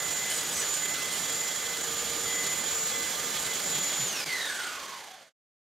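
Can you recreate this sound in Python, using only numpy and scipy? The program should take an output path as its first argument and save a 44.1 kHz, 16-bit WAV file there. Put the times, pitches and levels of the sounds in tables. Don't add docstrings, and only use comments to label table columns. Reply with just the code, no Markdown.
import sys
import numpy as np
from scipy import signal
from scipy.fft import rfft, irfft, next_fast_len
from scipy.io import wavfile
from scipy.ndimage import uniform_filter1d

SR = 44100
rng = np.random.default_rng(int(sys.argv[2]) if len(sys.argv) > 2 else 0)


def gain_from_decibels(decibels):
    exponent = np.asarray(decibels, float) / 20
    return 10 ** exponent


def waveform_to_disk(signal):
    frames = np.transpose(np.atleast_2d(signal))
    scaled = np.clip(frames, -1, 1) * 32767
    samples = np.round(scaled).astype(np.int16)
    wavfile.write(sys.argv[1], SR, samples)


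N = 255766
TIME = np.arange(N) / SR
WHINE_PER_TOOTH, WHINE_PER_TURN, WHINE_PER_GEAR = 6.96, 150, 2.1

# time_s, whine_hz, whine_db, left_lead_rad
RUNNING = [(0, 7032, -33, 0), (.12, 7068, -32, -.9), (.31, 7088, -35.5, -.5), (.41, 6888, -38, .2),
           (.55, 6965, -38.5, .2), (.68, 7018, -32, .3), (.9, 7066, -31.5, -.5), (1.0, 7070, -36.5, -2.2),
           (1.12, 7082, -33, -1.4), (1.2, 7054, -33.5, -.7), (1.48, 7080, -32.5, -1.2),
           (1.62, 7065, -35, -1.3), (2.25, 7034, -32.5, .3), (2.6, 7056, -31.3, -1),
           (3.15, 7056, -33.5, -3), (3.5, 7052, -35, -1.7), (3.75, 7053, -31.3, -1.2),
           (4.06, 7030, -34, .2)]
# centre_s, length_s, level_db
SHADES = [
    (.11, .1, -11),
    (.57, .09, -8),
    (1.07, .44, -10),
    (1.54, .1, -5),
    (1.78, .05, -7),
    (2.15, .17, -12),
    (2.62, .14, -12),
    (3.12, .24, -12),
    (3.4, .3, -3),
]
# start_s, length_s, level_db
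OCTAVE = [
    (-.05, .45, -54),
    (.65, .25, -54),
    (1.3, .5, -56),
    (2.2, .25, -57),
    (2.7, .55, -51.5),
    (3.48, .55, -54.5),
]


def brush_whine(whine, on):
    _, right_db, lead = columns(RUNNING)
    shade = sum(db * np.exp(-(2 * (TIME - s) / length) ** 4) for s, length, db in SHADES)
    left_db = right_db - 4.5 + shade + 2.5 * walk(13)
    lag = np.exp(.5j * np.array([[1], [-1]]) * lead)
    wobble = 1 + .1 * np.sin(2 * np.pi * whine / WHINE_PER_TURN)
    level = gain_from_decibels(np.array([left_db, right_db]) + .27) * wobble
    sing = level * (lag * tone(whine, rough=.2, grain_hz=70.27)).real
    octave_level = spells(OCTAVE, -60.5, .08) * gain_from_decibels(1.5 + 1.5 * walk(8))
    octave = octave_level * (np.sqrt(lag) * tone(2 * whine, rough=.25, grain_hz=70)).real
    return (sing + octave) * on


# time_s, gear_hz, gear_db, whine_db
BRAKING = [
    (4.065, 3340, -48, -36),
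    (4.14, 2820, -38.5, -40),
    (4.22, 2400, -44, -43),
    (4.31, 2095, -36.5, -42.5),
    (4.42, 1830, -37.5, -44),
    (4.6, 1500, -40.5, -50),
    (4.75, 1235, -45, -51),
    (4.98, 950, -43, -53),
    (5.32, 600, -45, -54),
]
# multiple, level_db
OVERTONES = [(4, -52), (5, -48.5), (6, -47)]
# pitch_hz, width_hz, level_db
RINGS = [(1470, 14, 3), (2030, 25, 5), (3830, 24, 7.5)]


def braking_gears(whine, off):
    gear_hz, gear_db, coast_db = columns(BRAKING)
    turns = whine / WHINE_PER_GEAR
    gear = gain_from_decibels(gear_db + 1.3 * walk(18)) * tone(turns, rough=1.8, grain_hz=290).real
    gear = gear + gain_from_decibels(coast_db + 1.3 * walk(18)) * tone(whine, rough=2.2, grain_hz=520).real
    for k, db in OVERTONES:
        vent = np.exp(-((k * gear_hz - 8420) / 1000) ** 2)
        gear = gear + vent * gain_from_decibels(db + 2 * walk(20)) * tone(k * turns, rough=1., grain_hz=400).real
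    gear = gear * off
    gear = gear + sum(gain_from_decibels(db) * resonate(gear, hz, width) for hz, width, db in RINGS)
    gear = gear + shaken_panel(gear_hz) * off
    return place(gear, .15 * np.roll(gear, 300), -1.5) + room(gear)


def shaken_panel(gear_hz):
    peak_hz, reach_hz = 1470, 300
    nearness = 1 / (1 + ((gear_hz - peak_hz) / reach_hz) ** 4)
    panel = tone(1465 * TIME, rough=1.1, grain_hz=120).real
    return gain_from_decibels(-41.5 + 2.4 * walk(15)) * nearness * panel


# start_s, length_s, level_db
WHISTLES = [(-.05, .42, -42), (.37, .1, -46), (.56, .08, -44), (.79, .2, -43.5), (.97, .22, -41.5),
            (1.2, .17, -47), (1.37, .2, -42.5), (1.57, .23, -44.5), (2.26, .3, -38.5), (2.55, .07, -41.5),
            (2.91, .19, -40), (3.12, .2, -51), (3.46, .09, -42), (3.6, .42, -48.5), (4.13, .1, -50)]


def slot_whistle(teeth):
    level = spells(WHISTLES, -60, .07) * gain_from_decibels(.7 * walk(14))
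    whistle = level * tone(2 * teeth + .12 * walk(25), rough=.15, grain_hz=45).real
    return place(whistle, 0, -.27)


# start_s, length_s, level_db, brightest_stack (-1 low to 1 high), roughness (0 to 1.5)
BITES = [(.3, .045, -36.5, .45, .45), (.352, .066, -37.5, .15, .45), (.445, .02, -43, -.6, .9),
         (.487, .012, -39, .3, 1.3), (.512, .012, -41, .4, 1.3), (.527, .014, -39, .2, 1.3),
         (.543, .065, -37, -.5, 1.2), (.61, .03, -39, -.8, 1.1), (.725, .025, -42, .1, .6),
         (.74, .035, -39, -.7, .7), (1.123, .03, -40.5, .5, .5), (1.168, .038, -44, .4, .6),
         (2.19, .03, -46, 0, .5)]
# multiple, level_db
TEETH = [
    [(6, -2), (5, -11)],
    [(7, -6), (8, 0), (9, -7)],
    [(3, -3), (4, -8), (5, -8), (10, -1), (11, -13), (12, -10), (13, -13), (14, -13)],
]


def teeth_in_wood(teeth):
    shapes = [gate(s - .002, s + length + .004, edge=.004) for s, length, *_ in BITES]
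    stacks = np.arange(-1, 2)[:, None]
    depth, rough = 0, np.zeros(N)
    for (_, _, db, bright, roughness), shape in zip(BITES, shapes):
        depth = depth + gain_from_decibels(db - 9 * (stacks - bright) ** 2) * shape
        rough = np.maximum(rough, np.clip(roughness, 0, 1.5) * (shape > 0))
    cut = 0
    for level, stack in zip(depth, TEETH):
        for k, db in stack:
            blow = tone(k * teeth, rough=rough, grain_hz=330).real
            cut = cut + level * gain_from_decibels(db + 2.5 * walk(25)) * blow
    wide_chips = unit(resonate(rng.standard_normal(N), 7600, 5000))
    narrow_chips = unit(resonate(rng.standard_normal(N), 6200, 450))
    chips = rough * (gain_from_decibels(-7) * depth[1] * wide_chips + gain_from_decibels(-1.5) * depth[0] * narrow_chips)
    cut = gain_from_decibels(-2) * cut + chips
    return place(cut, .35 * np.roll(cut, 40), -.27)


# pitch_hz, level_db (per Hz)
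AIR_COLOUR = [(18, -50.5), (30, -31), (160, -10.5), (291, -9.5), (478, -6.5), (1020, -9.5), (1500, -8),
              (2060, -7.5), (2400, -11), (3300, -9.5), (5420, -11), (6850, -9), (8020, -13), (13900, -18.5),
              (15400, -26)]
# pitch_hz, side_minus_mid_db
AIR_SIDE = [(60, -11), (110, -18.5), (200, -21), (380, -18), (700, -17), (1290, -17), (2380, -16),
            (4400, -18), (8120, -5), (15000, -6.5)]
# pitch_hz, left_minus_right_db
AIR_BALANCE = [(60, 1), (110, 1.5), (200, 1), (380, 1.5), (700, -0.5), (1290, -1.5), (2380, -3), (4400, -5),
               (8120, -1.5), (15000, -1)]


def cooling_air(whine):
    speed = np.gradient(whine) * SR / RUNNING[-2][1]
    slowed = 1 - speed
    middle_db = -39.5 + 1.6 * slowed + .15 * walk(4.33)
    bass_db = -7 * slowed + .8 * walk(4)
    treble_db = -8.5 * slowed + .3 * walk(4)
    size = 2 * next_fast_len(N // 2 + 1)
    hz = np.fft.rfftfreq(size, 1 / SR)[1:]
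    colour = gain_from_decibels(on_log(hz, AIR_COLOUR))
    spectra = rfft(rng.standard_normal((2, size)))[:, 1:] * colour
    spectra[1] *= gain_from_decibels(on_log(hz, AIR_SIDE))
    norm = np.sqrt(np.sum(colour[(hz > 2300) & (hz < 5500)] ** 2) * 2 / size)
    swell, rasp = walk(3), walk(70)
    rasp = unit(rasp - uniform_filter1d(rasp, size=1600))
    beat = np.sin(2 * np.pi * whine / WHINE_PER_TURN + .82 * walk(5))
    out = 0
    for step in range(19):
        centre = 30 * 2 ** (step / 2)
        share = np.cos(np.pi * np.clip(np.log2(hz / centre), -.5, .5))
        mid, side = irfft(np.pad(spectra * share, ((0, 0), (1, 0))), size)[:, :N] / norm
        above = np.log2(centre / 3500)
        high = np.clip(above, 0, 1)
        low = np.clip(np.log2(1400 / centre) / 2.3, 0, 1.7)
        drift = np.clip(above / 1.4, 0, 1.5) * treble_db + low * bass_db
        flicker = .2 * swell + .7 * walk(14) + (.7 + .5 * high) * (1.2 * rasp + .4 * beat)
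        out = out + gain_from_decibels(drift + flicker) * place(mid, side, on_log(centre, AIR_BALANCE))
    return (out + housing(speed)) * gain_from_decibels(middle_db - 3.5)


# pitch_hz, width_hz, level_db
HOUSING = [(78.1, 30, -21), (1357, 28, -14), (1498, 17, -15.5), (1744, 60, -12), (3337, 140, -5.5),
           (3460, 2100, -2.5), (4014, 76, -10.5), (6360, 1500, -5.5), (7280, 530, -4.5), (9430, 150, -26)]


def housing(speed):
    out = 0
    for hz, width, db in HOUSING:
        mid, side = (unit(resonate(rng.standard_normal(N), hz, width)) for _ in range(2))
        side = gain_from_decibels(on_log(hz, AIR_SIDE)) * side
        level = speed ** 1.5 * gain_from_decibels(db + .7 * walk(3.4) + 3.8 * walk(45))
        out = out + level * place(mid, side, on_log(hz, AIR_BALANCE))
    return out


# start_s, length_s, level_db
HUM = [
    [(.35, .35, -58), (1.65, .35, -58), (3.33, .25, -56), (3.65, .22, -53), (3.97, .11, -48.5),
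     (4.24, .1, -56)],
    [(.36, .2, -54), (.56, .19, -49.5), (1.27, .22, -52), (1.65, .88, -48), (2.65, .42, -51),
     (3.18, .13, -53), (3.45, .1, -54)],
    [(-.05, .12, -49), (.66, .3, -53), (1.2, .3, -54), (1.8, .75, -49.5), (2.65, .43, -49),
     (3.15, .35, -49.5), (3.7, .2, -53)],
]


def table_top():
    rest_dbs, pitches_hz, grains_hz = (-60, -65, -57), (163, 468, 1206), (60, 45, 55)
    power = np.clip((BRAKING[0][0] - TIME) / .5 + 1, 0, 1) ** 2
    hum = 0
    for rows, rest_db, hz, grain in zip(HUM, rest_dbs, pitches_hz, grains_hz):
        load = np.maximum(spells(rows, -99, .06), gain_from_decibels(rest_db) * power)
        buzz = tone(hz * TIME + .3 * walk(grain / 3), rough=.4, grain_hz=grain).real
        hum = hum + load * gain_from_decibels(.5 + .8 * walk(8)) * buzz
    return place(hum, .1 * np.roll(hum, 500), .3)


def room(x):
    t60_s, level_db = .91, -6.5
    t = TIME[:SR // 2]
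    a, b = rng.standard_normal((2, len(t))) * 10 ** (-3 * t / t60_s)
    wash = np.array([a + .25 * b, a - .25 * b])
    wash = wash / np.sqrt(np.sum(wash[0] ** 2))
    return gain_from_decibels(level_db) * signal.fftconvolve(x[None], wash, axes=1)[:, :N]


def columns(table):
    s, *rest = np.transpose(table)
    return [np.interp(TIME, s, c) for c in rest]


def gate(start, end, edge=.006):
    return np.clip(np.minimum(TIME - start, end - TIME) / edge, 0, 1)


def spells(rows, rest_db, edge):
    gains = [gain_from_decibels(db) * gate(s - edge / 2, s + length + edge / 2, edge) for s, length, db in rows]
    return np.max(gains + [np.full(N, gain_from_decibels(rest_db))], axis=0)


def unit(x):
    return x / np.sqrt(np.mean(x ** 2))


def walk(rate):
    levels = rng.standard_normal(int(N / SR * rate) + 2)
    joined = np.interp(TIME * rate, np.arange(len(levels)), levels)
    return unit(uniform_filter1d(joined, int(SR / rate / 2)))


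def tone(cycles, rough=0., grain_hz=60.):
    shiver = 1 + rough * (walk(grain_hz) + 1j * walk(grain_hz))
    return np.sqrt(2 / (1 + 2 * rough ** 2)) * shiver * np.exp(2j * np.pi * cycles)


def resonate(x, hz, width):
    return signal.lfilter(*signal.iirpeak(hz, hz / width, fs=SR), x)


def on_log(hz, table):
    f, v = np.transpose(table)
    return np.interp(np.log(hz), np.log(f), v)


def place(mid, side, pan_db):
    return gain_from_decibels(np.array([[.5], [-.5]]) * pan_db) * np.array([mid + side, mid - side])


def scene():
    switch_s = BRAKING[0][0]
    running_hz = columns(RUNNING)[0] + 4 * walk(14)
    times, periods = np.transpose([(s, 1 / f) for s, f, *_ in BRAKING])
    braking_hz = WHINE_PER_GEAR / np.interp(TIME, times, periods)
    hz = np.where(TIME < switch_s, running_hz, braking_hz)
    whine = np.cumsum(uniform_filter1d(hz, size=400)) / SR
    teeth = whine / WHINE_PER_TOOTH
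    off = np.clip((TIME - switch_s) / .02 + .5, 0, 1)
    motor = brush_whine(whine, 1 - off) + braking_gears(whine, off)
    blade = slot_whistle(teeth) + teeth_in_wood(teeth)
    return motor + blade + cooling_air(whine) + table_top()


def roll_off(x):
    return signal.sosfilt(signal.butter(12, 15790, fs=SR, output="sos"), x)


def record(dry):
    dip_s, rise_s, end_s = 4.2443, .0165, 5.336
    since = TIME - dip_s
    dip = np.where(since < 0, 1, np.clip(.08 + since / rise_s * .55, 0, 1))
    dip = np.where(since > rise_s - .001, 1, dip)
    dry = signal.sosfilt(signal.ellip(10, .3, 70, 15750, fs=SR, output="sos"), dry)
    fade = np.clip((end_s - TIME) / .82, 0, 1)
    last_fall = np.clip((end_s - .008 - TIME) / .04, 0, 1)
    return roll_off(dry * dip * fade * last_fall)


dry = scene()
out = record(dry)
waveform_to_disk(out)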